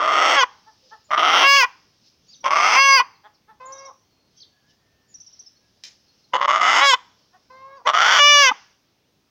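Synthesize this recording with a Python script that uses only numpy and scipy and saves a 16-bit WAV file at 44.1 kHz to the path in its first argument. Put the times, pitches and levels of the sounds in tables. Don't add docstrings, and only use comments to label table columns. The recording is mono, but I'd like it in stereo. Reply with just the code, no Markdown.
import sys
import numpy as np
from scipy import signal
from scipy.fft import rfft, irfft, next_fast_len
from scipy.io import wavfile
from scipy.ndimage import uniform_filter1d, minimum_filter1d, map_coordinates

SR = 44100
rng = np.random.default_rng(int(sys.argv[2]) if len(sys.argv) > 2 else 0)


def bounce(signal):
    frames = np.transpose(np.atleast_2d(signal))
    limited = np.clip(frames, -1, 1)
    pcm = np.round(limited * 32767).astype(np.int16)
    wavfile.write(sys.argv[1], SR, pcm)


def to_linear_factor(level_db):
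    exponent = np.asarray(level_db, float) / 20
    return 10 ** exponent


N = 410130

# t/s, pitch f/Hz, level/dB, beak opening [0-1]
NOTE = [
    [(0.35, 573.5, -13, 0.7), (0.378, 563, -11, .5), (0.432, 474.7, -13.5, .55), (0.444, 497.6, -18, .4)],
    [(1.43, 538.2, -9.5, .55), (1.47, 555.8, -10.5, .65), (1.57, 561.1, -12, 0.8), (1.596, 542, -12, 0.6),
     (1.636, 471.5, -16.5, 0.5), (1.645, 493, -14, 0.3), (1.656, 489, -26, .4)],
    [(2.755, 510.2, -15.5, 0.2), (2.783, 541.5, -10.5, .4), (2.845, 552.8, -12, .65),
     (2.959, 541.9, -9, 0.1), (2.998, 477.8, -12.5, 0.4), (3.01, 502.6, -16, .4), (3.022, 490.3, -21.5, .3)],
    [(6.795, 523.3, -13, 0.4), (6.835, 565, -11, 0.5), (6.893, 551.8, -11.5, .55), (6.932, 491, -14, 0.6),
     (6.944, 516.7, -11.5, 1), (6.956, 488, -29.5, 0.7)],
    [(8.185, 586, -7.5, 0.67), (8.209, 577.7, -9, 0.8), (8.299, 586, -11, .95), (8.415, 571, -5.5, 0.7),
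     (8.463, 525.6, -13, 0.5), (8.487, 496.4, -14, 0.8), (8.5, 513, -15, 0.5), (8.509, 507.7, -25, 0.3)],
]
HEAD_HZ = [100, 300, 500, 4100, 6200, 7500, 9000, 13500, 15200]
HEAD = [(-52.5, 5.5, 3.5, -11, -7, -11.5, -22.5, -25.5, -16.5),
        (-44, 4.5, -3.5, -1.5, -4, -16, -14, -21, -8.5), (-46, 1, -3, -3.5, -6, -15, -15.5, -22.5, -14),
        (-42.5, 2.5, -6, -8, 0.5, 3, -14, -22, -17.5), (-44.5, -4.5, 0.5, -4, -4, -13, -21, -23, -17)]
# over rasp level/dB, growth toward note/dB, over note level/dB
THIN = [(-27.5, 25.5, -31.5), (-29.5, 18, -28), (-29.5, 14, -27.5), (-17.5, 12, -25), (-30.5, 12, -25.5)]
# t/s, hold/s, length/s, level/dB, fall/dB
HICCUPS = [
    (1.106, 0.042, 0.066, -15, 6.5),
    (2.441, 0.04, 0.0616, -14, 15.5),
    (6.334, 0.023, .069, -12.5, 14.5),
    (6.407, 0.053, 0.06, -15, 20),
    (6.476, 0.09, .131, -13, 6.5),
    (7.866, 0.033, 0.064, -12, 18),
]
# t/s, end t/s, full level/dB
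SWELLS = [
    (0, 0.371, -11),
    (1.17, 1.477, -10),
    (2.501, 2.8, -10.5),
    (6.604, 6.866, -10),
    (7.93, 8.202, -9.5),
]
# f/Hz, level/dB
HEN_THROAT = [(300, -22.5), (510, -5.5), (1060, 3), (1600, -12), (2150, -11), (2700, -22.5), (3800, -25),
              (5600, -29.5), (7000, -44), (9000, -75)]


def unit(x):
    return x / np.sqrt(np.mean(x ** 2) + 1e-20)


def along(points, hz):
    f, v = np.transpose(points)
    return np.interp(np.log(hz + 1), np.log(f + 1), v)


def span(rows, fade):
    s, *cols = np.transpose(rows)
    t = np.arange(s[0], s[-1], 1 / SR)
    gate = np.clip(np.minimum(t - s[0], s[-1] - t) / fade, 0, 1)
    return int(max(s[0], 0) * SR), gate, [np.interp(t, s, c) for c in cols]


def add(track, start, x):
    track[start:start + len(x)] += x[:len(track) - start]


def wobble(n, rate):
    knots = rng.standard_normal(int(n * rate / SR) + 4)
    return map_coordinates(knots, [np.arange(n) * rate / SR])


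def causal(x, gain):
    m = 2 * next_fast_len(len(x) // 2 + 2048)
    cep = irfft(np.log(np.abs(gain(np.fft.rfftfreq(m, 1 / SR))) + 1e-6), m)
    cep[1:m // 2] *= 2
    cep[m // 2 + 1:] = 0
    return irfft(rfft(x, m) * np.exp(rfft(cep)), m)[:len(x)]


def band(x, lo_hz, hi_hz):
    hz = np.fft.rfftfreq(len(x), 1 / SR) + 1
    return irfft(rfft(x) / (1 + (lo_hz / hz) ** 16) / (1 + (hz / hi_hz) ** 16), len(x))


def noise_above(n, lo_hz):
    return band(rng.standard_normal(n), lo_hz, SR)


def split(x, top_db):
    top = band(x, 4000, SR)
    return unit(x - top) + to_linear_factor(top_db) * unit(top)


def unsteady(hz, wander_hz, throb_db):
    turn = 2 * np.pi * np.cumsum(hz + wander_hz * wobble(len(hz), 250)) / SR
    return unit(to_linear_factor(throb_db * np.tanh(wobble(len(hz), 160))) * np.sin(turn))


def pulses(pitch_hz, alternate, jitter, uneven_db, spread=0):
    n = len(pitch_hz)
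    turn = 2 * np.pi * np.cumsum(pitch_hz * (1 + jitter * wobble(n, 130))) / SR
    train = np.zeros(n)
    for k in range(1, int(16000 / pitch_hz.min())):
        waver = to_linear_factor(uneven_db * np.sqrt(k) * wobble(n, 18))
        train += waver * np.cos(k * turn - spread * k * k)
    return train * (1 + np.clip(alternate, 0, 1) * np.cos(turn / 2))


def strikes(rate, gap_scatter, size_db):
    ticks = np.cumsum(np.exp(gap_scatter)) - 1
    beat = np.interp(np.cumsum(rate) / SR, ticks, np.arange(len(size_db)))
    at = np.flatnonzero(np.diff(np.floor(beat), prepend=-1))
    return np.bincount(at, to_linear_factor(size_db[:len(at)]), len(rate))


def air():
    # f/Hz, level/dB per Hz
    bed_colour = [(20, -16), (50, -3.5), (100, 3.5), (180, 1), (300, -1), (500, -5.5), (1000, -10.5),
                  (2000, -14), (3200, -13), (5000, -14.5), (6300, -17), (7500, -28.5), (13500, -30),
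                  (15200, -20.5), (15800, -23)]
    # f/Hz, level/dB
    leaf_colour = [(1500, -29), (2800, -10), (4000, -6.5), (5300, 2), (6200, -6.5), (7200, -26),
                   (9000, -50.5)]
    # t/s, peak level/dB, spread/s
    gust_times = [(0, -47, 0.57), (.9, -59, 0.14), (1.6, -61, .6), (2.071, -59, 0.071), (2.33, -58, 0.097),
                  (4.391, -65.5, 0.11), (4.71, -62, 0.049), (5.35, -63, 0.27), (5.93, -62, 0.12),
                  (6.2, -68.5, 0.71), (7.2, -68, 0.82), (8.601, -60.5, .12)]
    bed_db, calm_db, fall_db = -66, -79.5, 16.5
    z = signal.stft(rng.standard_normal((2, N)), nperseg=512)[2]
    patches = uniform_filter1d(uniform_filter1d(rng.standard_normal(z.shape), 6, 1), 14, 2)
    bed, leaves = signal.istft(z * to_linear_factor(1.5 * unit(patches)), nperseg=512)[1][:, :N]
    t = np.arange(N) / SR
    breeze = to_linear_factor(calm_db) + sum(to_linear_factor(db - fall_db * np.abs(t - s) / spread) for s, db, spread in gust_times)
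    rustle = breeze * unit(causal(leaves, lambda f: to_linear_factor(along(leaf_colour, f))))
    return to_linear_factor(bed_db) * unit(causal(bed, lambda f: to_linear_factor(along(bed_colour, f)))) + rustle


def echo(x, delay_s, decay):
    hz, t, z = signal.stft(rng.standard_normal(SR), SR, nperseg=256)
    tail = signal.istft(z * to_linear_factor(-60 * t / along(decay, hz)[:, None]), SR, nperseg=256)[1]
    return signal.fftconvolve(np.pad(x, (int(delay_s * SR), 0)), tail / np.linalg.norm(tail))[:N]


def swaying(x, depth):
    return x * (1 + depth * wobble(N, 500))


def twig():
    # t/s, peak level/dB
    cracks = [
        (5.8369, -26.5),
    ]
    # f/Hz, level/dB
    crack_colour = [(150, -17), (400, -20), (1000, -21), (2300, -5), (3500, -5.5), (5200, 5), (6500, 0),
                    (8500, -33), (15500, -37.5)]
    # f/Hz, level/dB, t60/s
    wood_modes = [(2530, -12.5, 0.019), (3360, -9, 0.018), (5300, 2, 0.033), (6300, -9, 0.024),
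                  (8560, -27, 0.02), (11800, -28.5, 0.019), (14900, -27, 0.016)]
    out, t = np.zeros(N), np.arange(SR // 6) / SR
    for s, db in cracks:
        crumble = to_linear_factor(-60 * t / 0.12 + 3.8 * wobble(len(t), 150))
        crumble = 0.69 * np.clip((t - .008) / 0.016, 0, 1) * crumble
        burst = (to_linear_factor(-60 * t / 0.025) + crumble) * rng.standard_normal(len(t))
        crack = causal(burst, lambda f: to_linear_factor(along(crack_colour, f)))
        ring = sum(to_linear_factor(level - 60 * t / t60) * np.sin(2 * np.pi * hz * t) for hz, level, t60 in wood_modes)
        add(out, int(s * SR), to_linear_factor(db) * (crack / np.abs(crack).max() + 0.31 * ring))
    return out


def songs():
    # t/s, top f/Hz, level/dB
    trill = [(3.721, 6250, -43), (3.78, 5840, -43), (3.849, 5900, -47), (5.14, 6130, -42.5),
             (5.2, 6190, -45), (5.262, 5930, -48), (5.326, 5800, -48.5), (5.39, 6030, -43.5),
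             (5.46, 5540, -49.5)]
    # t/s, length/s, last f/Hz, level/dB
    swoops = [
        (2.324, 0.03, 3070, -51),
        (3.141, 0.029, 3940, -64.5),
        (3.342, 0.024, 3970, -69),
        (4.412, 0.029, 3020, -45),
    ]
    # t/s, length/s, first f/Hz, last f/Hz, level/dB
    whistles = [(2.281, .055, 4500, 5200, -53), (2.405, .018, 5820, 5540, -51),
                (2.281, .028, 6730, 6575, -60), (2.342, .034, 6400, 5700, -54.5), (.82, .07, 518, 520, -64),
                (1.04, .032, 6850, 7100, -65), (7.761, .03, 4500, 4900, -64),
                (3.655, .023, 7300, 6600, -49.5), (3.705, .017, 4900, 7760, -68),
                (3.765, .017, 5300, 7300, -62), (4.365, .049, 6180, 6100, -55.5),
                (4.37, .045, 3370, 3180, -65), (4.37, .03, 4650, 4900, -62), (4.368, .03, 5400, 5600, -60),
                (4.68, .045, 3050, 2950, -70), (4.402, .0112, 3600, 5900, -47.5),
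                (5.08, .07, 7050, 6800, -63), (5.555, .026, 4350, 4380, -66.5),
                (6.08, .04, 4290, 4270, -64.5), (6.235, .025, 4500, 4000, -62),
                (3.335, .03, 6100, 4600, -66), (4.5, .109, 1650, 1710, -75), (4.62, .14, 1610, 1800, -71.5),
                (4.74, .53, 1840, 1740, -77), (4.026, .36, 4330, 4280, -75), (5.58, .15, 1675, 1640, -78)]
    notes = [(s, .025, 0.76 * hz, hz, .9 * hz, db) for s, hz, db in trill]
    notes += [(s, length, 4500, 4700, hz, db) for s, length, hz, db in swoops]
    return notes + [(s, length, a, a + .22 * (b - a), b, db) for s, length, a, b, db in whistles]


def birds():
    out = np.zeros(N)
    for s, length, a_hz, b_hz, c_hz, db in songs():
        u = np.arange(0, 1, 1 / (length * SR))
        hz = np.interp(u, [0, .22, 1], [a_hz, b_hz, c_hz])
        hz = uniform_filter1d(hz, len(u) // 5, mode="nearest")
        swell = np.sin(np.pi * u) ** .7 * to_linear_factor(1.4 * wobble(len(u), 40))
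        turn = 2 * np.pi * np.cumsum(hz * (1 + .016 * wobble(len(u), 400))) / SR
        add(out, int(s * SR), to_linear_factor(db + 4.5) * swell * np.sin(turn))
    return out


def soft_voice(table, throat, breath_db):
    out, break_s = np.zeros(N), .05
    for rows in table:
        start, gate, (pitch_hz, level_db, *uneven) = span(rows, fade=0.011)
        n = len(gate)
        train = unit(pulses(pitch_hz, uneven[0] if uneven else .03, jitter=0.0042, uneven_db=2.0))
        left_s = (n - np.arange(n)) / SR
        breaks = np.clip(1 - left_s / break_s, 0, .9) * (n > SR / 10)
        train = (1 - breaks) * train + (to_linear_factor(breath_db) + 0.31 * breaks) * rng.standard_normal(n)
        train = train - np.sqrt(breaks) * band(train, 1400, SR)
        add(out, start, gate * to_linear_factor(level_db) * unit(causal(train, lambda f: to_linear_factor(along(throat, f)))))
    return out


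def hen():
    # t/s, pitch f/Hz, level/dB
    long_notes = [
        [(3.598, 517, -40), (3.616, 509, -40.5), (3.716, 538.7, -44), (3.876, 546, -42), (3.888, 525, -39.5),
         (3.925, 476, -45)],
        [(7.497, 508, -45), (7.507, 513, -42.5), (7.529, 517.4, -46), (7.765, 553, -46), (7.8, 479, -45.5),
         (7.83, 466, -41)],
    ]
    # peak t/s, pitch f/Hz, level/dB, uneven pairs [0-1]
    cluck_times = [
        (0.683, 452.4, -48.5, 0.17),
        (.933, 454, -42, 0.2),
        (3.258, 430, -47, 0.73),
        (3.5, 450.7, -48, 0.17),
        (7.35, 377, -54.5, 0),
    ]
    # t from peak/s, pitch share [1], level/dB
    cluck_arch = [(-.026, .89, -11.5), (0, 1.001, 1.4), (.027, .92, -5.5)]
    # f/Hz, level/dB
    cluck_throat = [(250, -34), (450, -11.5), (880, 3.5), (1330, -3.5), (1800, -4.5), (2300, -27),
                    (3500, -23), (7000, -53)]
    clucks = [[(s + lag, hz * share, db + drop_db, uneven) for lag, share, drop_db in cluck_arch]
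              for s, hz, db, uneven in cluck_times]
    drawn_out = soft_voice(long_notes, HEN_THROAT, breath_db=-21)
    return drawn_out + soft_voice(clucks, cluck_throat, breath_db=-22)


def whines():
    # t/s, pitch f/Hz, level/dB
    lead_ins = [
        [(1.085, 602, -55.5), (1.11, 609, -48)],
        [(2.43, 464.6, -51.5), (2.446, 496.7, -30)],
        [(6.32, 486, -54), (6.338, 512, -31.5)],
        [(7.845, 440.8, -52.5), (7.862, 500, -21.5), (7.876, 524, -19.5)],
    ]
    return soft_voice(lead_ins, HEN_THROAT, breath_db=-18)


def pockets(f, call):
    # low f/Hz, depth/dB, high f/Hz, depth/dB
    dips = [(4000, 10, 7100, 16), (4076, 5, 7350, 16), (4000, 8.5, 6750, 14), (4100, 4.5, 5850, 14),
            (4100, 2.5, 8800, 10.5)]
    width = .035
    low_hz, low_db, high_hz, high_db = dips[call]
    low_dip = low_db * np.exp(-((f / low_hz - 1) / width / 2) ** 2)
    high_dip = high_db * np.exp(-((f / high_hz - 1) / width) ** 2)
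    return to_linear_factor(-low_dip - high_dip)


def bursts():
    # t/s, length/s, level/dB
    croaks = [
        (0.431, .028, -8.5),
        (1.634, 0.049, -12),
        (3.0, 0.043, -9),
        (6.936, .032, -8),
        (8.493, .042, -16),
    ]
    onset_db, hiccup_rise_s, swell_rise_s = -13.5, 0.0018, 0.0069
    rows = [[(s, db + onset_db), (s + hiccup_rise_s, db), (s + hold, db), (s + length, db - fall_db)]
            for s, hold, length, db, fall_db in HICCUPS]
    rows += [[(s, db + onset_db * (s > .01)), (s + swell_rise_s, db), (end, db)] for s, end, db in SWELLS]
    rows += [[(s - .005, db - 13), (s, db), (s + 0.33 * length, db - 5.5), (s + length, db - 35.5)]
             for s, length, db in croaks]
    return sorted(rows)


def effort(call, since, near, level_db):
    # first f/Hz, highest f/Hz, sheen/dB at full effort
    pipe = [(1178, 1280, -14), (1182, 1346, -15), (1037, 1265, -11), (1009, 1300, -15), (1111, 1500, -12)]
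    if since[0] > 0:
        dull_db = np.maximum(2.37 * (level_db - level_db.max()), -16)
        return level_db, -17.5 + dull_db, 1013 + 0 * since, -4.5 + 0.53 * dull_db
    first_hz, top_hz, sheen_db = pipe[call]
    lock_s = NOTE[call][0][0]
    begun_s = min(row[0] for row in HICCUPS + SWELLS if row[0] > lock_s - .6) - lock_s
    level_db = level_db - 9.5 * (1 - near) ** 2 * (since[-1] > 0)
    slack_db = np.clip(level_db + 9.5, -12, 5)
    ring_hz = np.interp(since, [begun_s, -.09, .03], [first_hz, top_hz, 2.5 * NOTE[call][1][1]])
    top_db = sheen_db + .9 * slack_db - 7.5 * (1 - near)
    mid_db = -2.5 + 0.72 * slack_db - 2.5 * (1 - near)
    return level_db, top_db, ring_hz, mid_db


def rasp():
    # f/Hz, width/Hz, level/dB
    throat_modes = [(740, 490, -9.5), (1240, 287, -1.5)]
    # f/Hz, width/Hz, level/dB
    gullet = [
        [(2030, 210, 0.5), (2760, 210, -4), (3210, 230, -1.5), (4550, 400, -16), (5360, 330, -13)],
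        [(2070, 230, 0), (2810, 240, -3), (3180, 260, -3.5), (5000, 500, -17), (5600, 520, -14)],
        [(2150, 190, 0.5), (2700, 200, -0.5), (3242, 220, -2), (5160, 350, -13), (5900, 450, -14.5)],
        [(2040, 160, -1.5), (2940, 170, -2), (3412, 320, -8), (5140, 1700, -18), (6440, 1000, -18)],
        [(2051, 390, -3), (2970, 280, -0.5), (3390, 350, -3.5), (4800, 720, -17.5), (5660, 600, -14.5)],
    ]
    # t/s, spread/s, loss/dB
    chokes = [(0.055, .004, 3.5), (.088, 0.003, 4), (0.162, 0.0027, 4), (.209, 0.0017, 5.5),
              (0.271, 0.0013, 4), (1.157, 0.004, 10.5), (1.223, 0.0027, 4.5), (2.453, .003, 9),
              (2.477, .003, 8.5), (2.521, 0.0013, 5.5), (2.552, 0.0029, 5), (2.596, 0.0026, 7.5),
              (2.669, 0.0022, 1.5), (6.376, 0.0027, 11), (6.385, 0.0021, 7.5), (6.524, 0.0042, 6.5),
              (6.554, 0.0024, 10.5), (6.593, 0.0023, 4), (6.628, 0.0021, 5), (6.646, 0.0026, 3.5),
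              (7.887, 0.0018, 5), (7.981, 0.0019, 9), (8.01, 0.0019, 5), (8.119, 0.0036, 3.5)]
    ring_wander_hz, under_wander_hz = 40, 22
    out = np.zeros(N)
    locks_s = np.array([rows[0][0] for rows in NOTE])
    for rows in bursts():
        start, gate, (level_db,) = span(rows, fade=0.0012)
        n = len(gate)
        call = np.argmin(np.abs(locks_s - start / SR - .1))
        t = (start + np.arange(n)) / SR
        since = t - locks_s[call]
        near = np.clip(1 + since / .45, 0, 1)
        shut = since[0] > 0
        level_db, top_db, ring_hz, mid_db = effort(call, since, near, level_db)

        luck = rng.standard_normal((400, 4))
        slap_hz = ring_hz / 2 if shut else 135 + 130 * near ** 2
        slaps = strikes(slap_hz, (.07 if shut else .24) * luck[:, 0], 3 * np.tanh(luck[:, 1]))
        spray = rng.standard_normal(130) * .3 + (np.arange(130) == 0)
        spray = to_linear_factor(-60 * np.arange(130) / SR / .003) * spray
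        slaps = np.convolve(slaps, spray)[:n]
        flutter = strikes(ring_hz / 2, .15 * luck[:, 2], 5 * np.tanh(luck[:, 3]))
        source = unit(slaps) + to_linear_factor(-8 + 3 * near) * unit(flutter) + to_linear_factor(-20) * rng.standard_normal(n)

        head = list(zip(HEAD_HZ, HEAD[call]))

        def throat(f):
            modes = 0
            for k, (c, w, db) in enumerate(throat_modes + gullet[call]):
                modes = modes + (-1) ** k * to_linear_factor(db) * 1j * f * w / (c * c - f * f + 1j * f * w)
            return pockets(f, call) * to_linear_factor(along(head, f)) * np.abs(modes) ** 1.087

        voice = causal(source, throat)
        mid = band(voice, 1750, 3850)
        voice = split(voice - mid, top_db + 7.0) + to_linear_factor(mid_db + 4.0) * unit(mid)
        voice = voice * to_linear_factor(-6.0 * shut)

        kick = np.convolve(np.abs(slaps), np.hanning(260))[165:n + 165]
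        ring = unit(unsteady(ring_hz, ring_wander_hz, throb_db=3) * (0.31 + unit(kick)))
        voice = voice + to_linear_factor(6.0 - 14 * near ** 4 * (not shut)) * ring
        under = unsteady(ring_hz * (.52 + 0.18 * near ** 3), under_wander_hz, throb_db=1.5)
        voice = voice + to_linear_factor(-8.5) * under * (not shut)
        early = unsteady(np.full(n, 2 * NOTE[call][0][1]), under_wander_hz, throb_db=1)
        voice = voice + to_linear_factor(-5.0 + 120 * np.minimum(since, 0)) * early * (not shut)
        voice = voice + to_linear_factor(-29.0 - 9.0 * near) * unit(band(source, 40, 370))

        over_db, growth_db, _ = THIN[call]
        thin = band(slaps * to_linear_factor(5.0 * wobble(n, 60)) + .1 * source, 7800, SR)
        thin = unit(causal(thin, lambda f: to_linear_factor(along(head[-3:], f))))
        voice = voice + to_linear_factor(top_db + over_db - growth_db * (1 - near)) * thin

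        gulp = to_linear_factor(-20.5) * unit(band(source, 230, 420)) * np.clip((since - since[0]) / 0.025, 0, 1) ** 2
        voice = voice + (gulp - 0.66 * band(voice, 410, 680)) * shut

        yield_db = -11 * np.clip(since / .045, 0, 1) * (not shut)
        yield_db = yield_db - sum(loss_db * np.exp(-((t - s) / spread) ** 2) for s, spread, loss_db in chokes)
        add(out, start, gate * to_linear_factor(level_db - 9.5 + yield_db) * voice)
    return out


def slips():
    # t/s, f/Hz, level/dB, spread/s
    catches = [
        (1.566, 2776, -6.5, .001),
        (1.584, 2000, -28.5, .001),
        (1.605, 2912, -19.5, 0.00079),
        (8.342, 5600, -29.5, .0003),
        (8.517, 868, -15, 0.0053),
        (8.518, 1220, -15.5, 0.0033),
        (8.518, 283, -33.5, 0.0048),
        (8.518, 2300, -33, 0.00045),
    ]
    out, t = np.zeros(N), np.arange(-600, 600) / SR
    for s, hz, db, spread in catches:
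        add(out, int(s * SR) - 600, to_linear_factor(db) * np.exp(-(t / spread) ** 2) * np.sin(2 * np.pi * hz * t))
    return out


def note():
    # multiple of pitch [1], level/dB
    beak_colour = [
        [(1, -11.5), (2, 0.5), (3, -5), (4, -3.5), (5, -13), (6, -1.5), (7, -18), (8, -18.5), (9, -12),
         (10, -14), (11, -20), (12, -20)],
        [(1, -15), (2, 1), (3, -3.5), (4, -1), (5, -2.5), (6, -12.5), (7, -22.5), (8, -16), (9, -9),
         (10, -18.5), (11, -22), (12, -26.5)],
        [(1, -18.5), (2, -0.5), (3, -8), (4, -1), (5, -9.5), (6, -15), (7, -29.5), (8, -17.5), (9, -9.5),
         (10, -23.5), (11, -13.5), (12, -38)],
        [(1, -16.5), (2, -3), (3, -9.5), (4, -4.5), (5, -16), (6, -2.5), (7, -14), (8, -14), (9, -10),
         (10, -6.5), (11, -17.5), (12, -13.5)],
        [(1, -9.5), (2, 1.5), (3, -3), (4, 0), (5, 3), (6, -0.5), (7, -20.5), (8, -14), (9, -11.5), (10, -10.5),
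         (11, -17), (12, -26)],
    ]
    # depth [0-1], settling time/s
    doubling = [(0.7, 0.043), (.15, 0.025), (1, 0.023), (1, 0.052), (0.5, 0.013)]
    # breath/dB, late sheen/dB, pairs return depth [0-1], at t into note/s, jitter [0-1]
    fraying = [(-20.5, 15.5, .05, .06, 0.02), (-38, 11.5, .01, .1, 0), (-39, 7, 0, 0.18, 0),
               (-32, 24.5, 0, 0.13, 0), (-41, 6, 0, 0.17, 0)]
    top_lag_s, closing_db, closing_s = 0.05, 32, 0.0096
    out = np.zeros(N)
    for call, rows in enumerate(NOTE):
        depth, settle_s = doubling[call]
        breath_db, lag_db, again, again_s, jitter = fraying[call]
        start, gate, (pitch_hz, level_db, opening) = span(rows, fade=0.0014)
        n = len(gate)
        t = np.arange(n) / SR
        pitch_hz = uniform_filter1d(pitch_hz, size=700, mode="nearest")
        closing = closing_db * np.exp((t - t[-1]) / closing_s)
        top_db = -8 + 2.5 * opening - lag_db * np.exp(-(t / top_lag_s) ** 2) - closing
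        mid_db = -16 + 15.5 * opening - .3 * closing
        gate = gate * np.clip(t / settle_s / .7, 0, 1)

        alternate = 0.0046 + depth / (1 + (t / settle_s) ** 6) + again * np.exp(-((t - again_s) / 0.041) ** 2)
        train = unit(pulses(pitch_hz, alternate, jitter=jitter, uneven_db=0.84, spread=.2))
        train = train * to_linear_factor(0.62 * wobble(n, 200))
        sag = np.clip(8.0 * (1 - pitch_hz / pitch_hz.max()), 0, 1) * (t > 2 * settle_s)
        pulsing = np.abs(unit(uniform_filter1d(train, size=30)))
        train = train + to_linear_factor(-5) * sag * noise_above(n, 4300) * pulsing
        train = train + to_linear_factor(breath_db) * rng.standard_normal(n) + to_linear_factor(-9) * noise_above(n, 6500)

        sheen = [(hz, db + THIN[call][2]) for hz, db in zip(HEAD_HZ[-4:], HEAD[call][-4:])]
        overtones = [(k * np.median(pitch_hz), db) for k, db in beak_colour[call]]
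        shape = [(100, -63.5)] + overtones + sheen
        voice = causal(train, lambda f: to_linear_factor(along(shape, f)) * pockets(f, call) ** .5)
        mid = band(voice, 2450, 3850)
        voice = split(voice - mid, top_db) + to_linear_factor(mid_db + 1.5) * unit(mid)
        add(out, start, gate * to_linear_factor(level_db - 2.5) * voice)
        gusts = to_linear_factor(9.0 * wobble(n, 41)) * band(rng.standard_normal(n), 25, 340)
        add(out, start, gate * to_linear_factor(level_db - 51.5) * unit(gusts))
    return out + slips()


def scene():
    # f/Hz, t60/s
    trunks = [(300, 0.25), (1000, 0.31), (5000, 0.15), (9000, 0.22)]
    # f/Hz, t60/s
    slope = [(300, 0.6), (1000, 0.59), (3000, 0.57), (6000, 0.75), (9000, 0.36)]
    cock, flock, song, crack = -rasp() - note() - whines(), hen(), birds(), twig()
    near = cock + to_linear_factor(-32.5) * echo(swaying(cock, depth=1.1), 0.017, trunks)
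    near = near + to_linear_factor(-46.0) * echo(swaying(cock, depth=2.5), 0.043, slope)
    near = near + crack + to_linear_factor(1.5) * echo(crack, 0.0048, trunks)
    far = flock + to_linear_factor(-10.0) * echo(swaying(flock, depth=0.46), 0.0054, trunks)
    far = far + song + to_linear_factor(-8.5) * echo(swaying(song, depth=.9), 0.0072, trunks)
    far = far + to_linear_factor(-17.0) * echo(swaying(song, depth=0.99), 0.028, slope)
    return np.tile(near + far + air(), (2, 1))


def low_pass(x):
    return signal.sosfilt(signal.butter(12, 16410, fs=SR, output="sos"), x)


def record(dry):
    need = np.minimum(1, .81 / (np.abs(dry) + 1e-9))
    held = dry * uniform_filter1d(minimum_filter1d(need, size=133), size=131)
    kept = irfft(rfft(held) * (np.fft.rfftfreq(N, 1 / SR) < 15850), N)
    return low_pass(kept)


dry = scene()
out = record(dry)
bounce(out)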